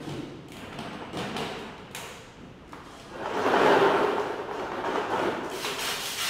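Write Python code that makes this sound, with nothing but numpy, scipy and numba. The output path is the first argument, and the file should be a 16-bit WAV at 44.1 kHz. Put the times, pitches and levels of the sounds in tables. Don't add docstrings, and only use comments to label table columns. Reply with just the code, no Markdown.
import sys
import numpy as np
from scipy import signal
from scipy.fft import rfft, irfft, next_fast_len
from scipy.io import wavfile
from scipy.ndimage import uniform_filter1d
from numba import njit

SR = 44100
rng = np.random.default_rng(int(sys.argv[2]) if len(sys.argv) > 2 else 0)


def wrap_up_sound(samples):
    columns = np.atleast_2d(samples).T
    tamed = np.clip(columns, -1, 1)
    steps = np.round(tamed * 32767).astype(np.int16)
    wavfile.write(sys.argv[1], SR, steps)


def nominal_scale(level):
    x = np.asarray(level, float) / 20
    return 10 ** x


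N = 277389


def level(x, db=0):
    return x * nominal_scale(db) / np.sqrt(np.mean(x ** 2) + 1e-18)


def columns(table):
    s, *cols = np.transpose(table)
    t = np.arange(N) / SR
    fade_in = np.clip((t - s[0]) / .03 + (s[0] <= 0), 0, 1)
    fade_out = np.clip((s[-1] - t) / .03 + 1, 0, 1)
    return [fade_in * fade_out] + [np.interp(t, s, c) for c in cols]


def gestures(rows, rise_s, fall_db_s):
    s, hold, db, *cols = np.transpose(rows)[:, :, None]
    t = np.arange(0, N, 32) / SR
    rise = np.clip((t - s) / rise_s + (s <= 0), 1e-9, 1)
    fall_db = fall_db_s * np.clip(t - s - rise_s - hold, 0, 1.5)
    power = (rise * nominal_scale(db - fall_db)) ** 2
    total = power.sum(axis=0)

    def every_sample(v):
        return np.interp(np.arange(N) / SR, t, v)

    return [every_sample(np.sqrt(total))] + [every_sample((power * c).sum(axis=0) / total) for c in cols]


def colour(x, points):
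    n = next_fast_len(len(x))
    hz, db = np.transpose(points)
    log_f = np.log(np.arange(n // 2 + 1) * SR / n + 1)
    return irfft(rfft(x, n) * nominal_scale(np.interp(log_f, np.log(hz), db)), n)[:len(x)]


@njit
def svf(x, hz, width):
    y, b, l = np.empty(len(x)), 0., 0.
    for i in range(len(x)):
        g, k = np.tan(np.pi * hz[i] / SR), width / hz[i]
        v = (b + g * (x[i] - l)) / (1 + g * (g + k))
        b, l, y[i] = 2 * v - b, l + 2 * g * v, k * v
    return y


def band(x, hz, width):
    return level(svf(x, np.clip(hz + np.zeros(len(x)), 20, .45 * SR), 1. * width))


def slips(rate, spread_db):
    chance = rng.random((2, N))
    size_db = spread_db * np.minimum(-np.log(1 - chance[1]), 2)
    return level((chance[0] < rate / SR) * nominal_scale(size_db) * np.sign(rng.standard_normal(N)))


def judder(rate, depth_db):
    k = int(SR / rate)
    steps = np.repeat(rng.standard_normal(N // k + 1), k)
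    return nominal_scale(depth_db * uniform_filter1d(steps, k)[:N])


def bucket():
    # t/s, slide level/dB, weight on the rim/dB, drum f/Hz
    push_curve = [
        (3.07, -52, 5.5, 350),
        (3.14, -41.5, 2.5, 350),
        (3.3, -33, 3.5, 370),
        (3.55, -27.5, 5, 380),
        (3.71, -19.5, 0.5, 403),
        (3.87, -30, 3, 378),
        (4.0, -26, -1, 420),
        (4.17, -29.5, -8, 425),
        (4.42, -38.5, -1, 426),
    ]
    # start t/s, hold/s, level/dB, weight on the rim/dB, drum f/Hz
    nudges = [(4.47, 0.1, -36.5, 0.5, 400), (4.57, 0.069, -35.5, 2, 330), (4.72, 0.064, -34.5, 0, 376),
              (4.83, 0.13, -31, 1.5, 380), (5.09, 0.13, -27, -2.5, 352), (5.17, 0.036, -27.5, -3, 345),
              (5.25, 0.08, -33.5, -6, 327), (5.43, .02, -26.5, -17, 365), (5.5, 0.043, -33, -9, 390),
              (5.64, .05, -42, 6.5, 415), (5.84, 0.18, -49, 0, 400)]
    # start t/s, hold/s, level/dB
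    slops = [
        (3.0, 0.12, -62),
        (3.22, .08, -48),
        (3.33, 0.36, -41.5),
        (4.17, .02, -60),
        (4.52, 0.052, -46.5),
        (4.7, .08, -63),
        (4.84, 0.11, -45),
        (5.07, 0.083, -44.5),
        (5.17, 0.018, -60),
        (5.43, .06, -51),
    ]
    # f/Hz, level/dB
    rim_colour = [(59, -53), (100, -12), (123, -14.5), (313, -3), (411, 2), (530, -2), (1020, -5.5),
                  (1490, -6.5), (2180, -18.5), (2930, -17), (4750, -33), (15500, -109)]
    # f/Hz, level/dB
    water_colour = [(2060, -7), (3500, -2.5), (4750, -5), (5120, -3.5), (6650, -5.5), (15500, -40)]
    gate, slide_db, slide_rim_db, slide_hz = columns(push_curve)
    nudge, nudge_rim_db, nudge_hz = gestures(nudges, rise_s=0.013, fall_db_s=170)
    force = np.hypot(gate * nominal_scale(slide_db), nudge)
    rim_db = gate * slide_rim_db + (1 - gate) * nudge_rim_db
    drum_hz = gate * slide_hz + (1 - gate) * nudge_hz

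    stutter = slips(1500, 3.0) * judder(45, 1.5)
    drum = band(stutter, drum_hz, 40) + 0.27 * band(stutter, 0.7 * drum_hz, 33)
    rim = level(colour(stutter, rim_colour)) + 0.16 * band(stutter, 883, 94)
    splashing, = gestures(slops, rise_s=0.0067, fall_db_s=156)
    water = level(colour(slips(4000, 4.9), water_colour), -6.5) * splashing
    return force * (level(drum, -8) + level(rim, 0.45) * nominal_scale(rim_db)) + water


def knocks():
    # t/s, peak level/dB, ring f/Hz, click level relative/dB
    hits = [(2.728, -25, 1060, -16), (2.799, -36, 1050, -24), (3.254, -19.5, 867, -33),
            (3.369, -18, 740, -10), (3.459, -12, 820, -12), (4.178, -19, 744, -23), (4.508, -25, 930, -9),
            (4.594, -20.5, 730, -26), (4.714, -20, 915, -28), (4.842, -22, 870, -23),
            (4.954, -14, 880, -40), (5.099, -41, 620, 7), (5.189, -22, 1370, -29), (5.44, -37, 920, -4),
            (5.642, -18, 985, -17)]
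    out = np.zeros(N + 2048)
    push = 1. * (np.arange(2048) == 0) + 1e-18
    for s, peak_db, hz, click_db in hits:
        wood = band(band(push, hz, 0.38 * hz), 1.2 * hz, 2.9 * hz)
        click = nominal_scale(click_db - 13.5) * band(push, 9400, 9000)
        i = int((s + .003) * SR)
        out[i:i + 2048] += nominal_scale(peak_db - 16.0) * (wood + click)
    return out[:N]


def brush():
    # start t/s, hold/s, hiss level/dB, brush head level relative/dB, press at the end/0-1
    strokes = [
        (5.5, 0.1, -46, 5, 0.9),
        (5.61, .02, -45, 13, .8),
        (5.676, .09, -52, -3, 0.4),
        (5.77, 0.11, -38, 7, 0.88),
        (5.984, 0.12, -36.5, -3.5, 0.3),
        (6.162, .12, -35.5, 7, 0.83),
    ]
    # f/Hz, level/dB
    bristle_colour = [(1180, -33), (2000, -14), (2460, -26), (3040, -4), (3230, -5), (5000, -8.5),
                      (5990, -9), (15500, -16.5)]
    timed = [row + row[:1] for row in strokes]
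    hiss, head_db, press_end, start = gestures(timed, rise_s=0.02, fall_db_s=303)
    press_start, press_rise_s = .3, 0.12
    into = np.clip((np.arange(N) / SR - start) / press_rise_s, 0, 1)
    press = np.clip(press_start + (press_end - press_start) * into, 0, 1)

    flicks = slips(9000, 3.9) * judder(40, 1.3)
    head = 0.63 * band(flicks, 2700, 690) + 0.56 * band(flicks, 2150, 2600)
    head = head + 1.87 * press * band(flicks, 2500 - 1900 * press, 1200)
    return hiss * (level(colour(flicks, bristle_colour), 0.99) + level(head, -0.73) * nominal_scale(head_db))


def ticks():
    # t/s, peak level/dB, main ring f/Hz, hollow thud level/dB, crack level/dB (relative)
    cap_ticks = [(0.0705, -38, 2840, -0.5, -25), (0.09, -31, 2900, -5, -32), (0.12, -37, 1990, -16, -25),
                 (0.483, -44, 2900, -3, -2), (0.5184, -32, 2480, -9, -7), (0.567, -35.5, 2660, -27, -6),
                 (0.6868, -46, 2710, -4, -26), (0.7274, -32, 2020, -20, -32), (0.7867, -28, 2860, 0.5, -38),
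                 (0.9303, -38.5, 2750, 5, -28), (1.048, -43, 2650, -12, -29), (1.1296, -36, 2700, 3, -31),
                 (1.1704, -25, 2760, -2.5, -36), (1.1883, -27, 2750, -18, -22),
                 (1.3642, -20.5, 2750, -8.5, -17), (1.402, -32.5, 2900, 6, -29),
                 (1.588, -33, 1800, -8, -17), (1.7787, -42, 3060, -15, -24), (1.91, -43, 2640, -4, -7),
                 (1.947, -24.5, 2440, -47, -0.5)]
    slaps = [(2.678, -59, 5000, -30, -3), (2.691, -56, 5000, -30, 0), (2.721, -46, 4020, -17, -3),
             (2.9958, -37.5, 3350, -10, -21), (4.195, -38.5, 4460, -28, -10), (5.434, -52, 5000, -21, 0),
             (5.444, -42, 4930, -30, -5), (5.498, -44, 6000, -30, 3), (5.513, -38.5, 2750, -5, -2),
             (5.648, -19.5, 2620, -33, -26), (6.056, -27, 3100, -38, 2)]
    # f/Hz, level/dB, t60/s
    cap_modes = [(2750, -8, 0.034), (3620, 29, 0.053), (4300, -19, 0.0067), (7000, 18, 0.045),
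                 (7600, -9, .012), (9700, -15, 0.012)]
    out, t = np.zeros(N + 4096), np.arange(4096) / SR
    push = 1. * (t == 0) + 1e-18
    crack = level(band(push, 3900, 7000) + .5 * band(push, 6570, 1000) + 0.18 * band(push, 8900, 1200))
    for s, peak_db, hz, thud_db, crack_db in cap_ticks + slaps:
        vary = np.clip(rng.standard_normal((len(cap_modes), 2)), -1.5, 1.5)
        ring = np.zeros(4096)
        for (f, db, t60), (u, v) in zip(cap_modes, vary):
            ring += nominal_scale(db + 4.9 * u) * np.sin(2 * np.pi * f * (1 + 0.073 * v) * t) * 1000 ** (-t / t60)
        knock = band(band(push, hz, 0.98 * hz), hz, 0.98 * hz) + 0.32 * band(push, .5 * hz, 950)
        knock = knock + level(ring, -13.0) + nominal_scale(crack_db + 1.5) * crack
        thud = band(band(push, 207, 170), 223, 280) + 0.81 * band(band(push, 740, 500), 750, 500)
        thud = thud + 0.076 * band(push, 7750, 550)
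        i = int((s + .0008) * SR)
        out[i:i + 4096] += nominal_scale(peak_db - 18.5) * (knock + nominal_scale(thud_db + 6.5) * thud)
    return out[:N]


def hands():
    grips = [(0.0, 0.011, -34, -27, 240), (0.082, 0.034, -41.5, -26.5, 315), (0.536, 0.22, -39.5, -36, 219),
             (0.778, 0.27, -39.5, -41, 246), (1.129, 0.066, -29, -27.5, 215), (1.34, .06, -29.5, -35, 233),
             (1.5, 0.18, -43, -54, 233), (1.781, 0.073, -44.5, -44, 217), (1.946, 0.049, -36, -43, 230),
             (2.392, 0.035, -70, -39.5, 240), (2.714, .01, -42, -37, 302), (2.797, .03, -57, -59, 240),
             (2.885, 0.13, -43.5, -59, 270)]
    # start t/s, hold/s, level/dB
    squelches = [(0.0, 0.045, -44), (.52, .15, -71), (.785, .02, -53), (1.13, 0.027, -42),
                 (1.37, 0.19, -52), (1.72, .03, -66), (1.945, 0.009, -49), (2.0, 0.12, -48.5),
                 (2.73, 0.009, -61), (2.83, 0.054, -49), (2.9, 0.075, -47), (3.05, 0.16, -55)]
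    # f/Hz, level/dB
    glove_colour = [(240, -40), (400, 2.5), (505, 6.5), (561, -3.5), (678, 0), (1330, -3), (2460, -10),
                    (2920, -6), (5000, -45.5), (6500, -54), (11000, -120)]
    # f/Hz, level/dB
    squelch_colour = [(1470, -39), (2500, -18), (3270, 3.5), (3500, -6), (3860, -3.5), (8810, -11),
                      (15500, -29)]
    s, hold, rub_db, body_db, hz = np.transpose(grips)
    shaking, body_hz = gestures(np.transpose([s, hold, body_db, hz]), rise_s=0.005, fall_db_s=88)
    rubbing, = gestures(np.transpose([s, hold, rub_db]), rise_s=0.005, fall_db_s=134)
    peeling, = gestures(squelches, rise_s=0.0041, fall_db_s=120)

    shake = slips(700, 7.0)
    body = level(band(band(shake, body_hz, 145), body_hz, 145) + 0.6 * band(shake, 148, 43), -7)
    rub = level(colour(slips(1800, 3.5), glove_colour), -5) * judder(35, 2.2)
    wet = level(colour(slips(3500, 3.7), squelch_colour), -7)
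    return shaking * body + rubbing * rub + peeling * wet


def response():
    # f/Hz, t60/s
    tiles = [(100, 0.91), (300, 1.3), (1000, 1.45), (3000, 1.2), (6000, 1.25), (10000, 0.61), (15000, 0.61)]
    # t/s, level/dB
    echoes = [
        (.0075, -25.5),
        (0.014, -8.5),
        (.021, -11),
    ]
    tail_db, tail_rise_s = 3, 0.0095
    tail_even = 0.46
    scatter_db, scatter_s = 0.5, .0035
    hz, t = np.arange(257) * SR / 512 + 1, np.arange(3 * SR // 2) / SR
    tile_hz, tile_t60 = np.transpose(tiles)
    t60 = np.interp(np.log(hz), np.log(tile_hz), tile_t60)[:, None]
    _, s, cells = signal.stft(rng.standard_normal(len(t)), SR, nperseg=512)
    tail = signal.istft(cells * 1000 ** (-s / t60) * t60 ** -tail_even, SR, nperseg=512)[1][:len(t)]
    tail = tail * (1 - np.exp(-t / tail_rise_s))

    bursts = sum(nominal_scale(db) * (t >= s) * np.exp(-np.abs(t - s) / scatter_s) for s, db in [(0.00084, 0)] + echoes)
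    early = rng.standard_normal(len(t)) * bursts
    out = nominal_scale(tail_db) * tail / np.linalg.norm(tail) + nominal_scale(scatter_db) * early / np.linalg.norm(early)
    out[0] += .14
    return out / np.linalg.norm(out)


def room(x):
    places, move_s = 9, .035
    place, n, out = np.arange(N) / SR / move_s, next_fast_len(N + 2 * SR), 0
    for k in range(places):
        gap = np.abs((place - k + places / 2) % places - places / 2)
        nearness = np.cos(np.pi / 2 * np.minimum(gap, 1))
        out = out + rfft(x * nearness, n) * rfft(response(), n)
    return irfft(out, n)[:N]


def air():
    # f/Hz, level/dB
    air_colour = [(15, -50), (25, -4), (183, 1), (289, -3), (997, -13), (1300, -14), (2360, -20),
                  (2920, -19.5), (4150, -30.5), (13500, -50), (15500, -64)]
    return level(colour(rng.standard_normal(N), air_colour), -48.5) * judder(8.4, 0.94)


def scene():
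    mono = room(bucket() + knocks() + brush() + ticks() + hands()) + air()
    return np.array([mono, mono])


def low_pass(x):
    return signal.sosfilt(signal.butter(12, 16640, fs=SR, output="sos"), x)


def record(dry):
    top = signal.ellip(10, .2, 70, 15620, fs=SR, output="sos")
    return low_pass(signal.sosfilt(top, dry))


dry = scene()
out = record(dry)
wrap_up_sound(out)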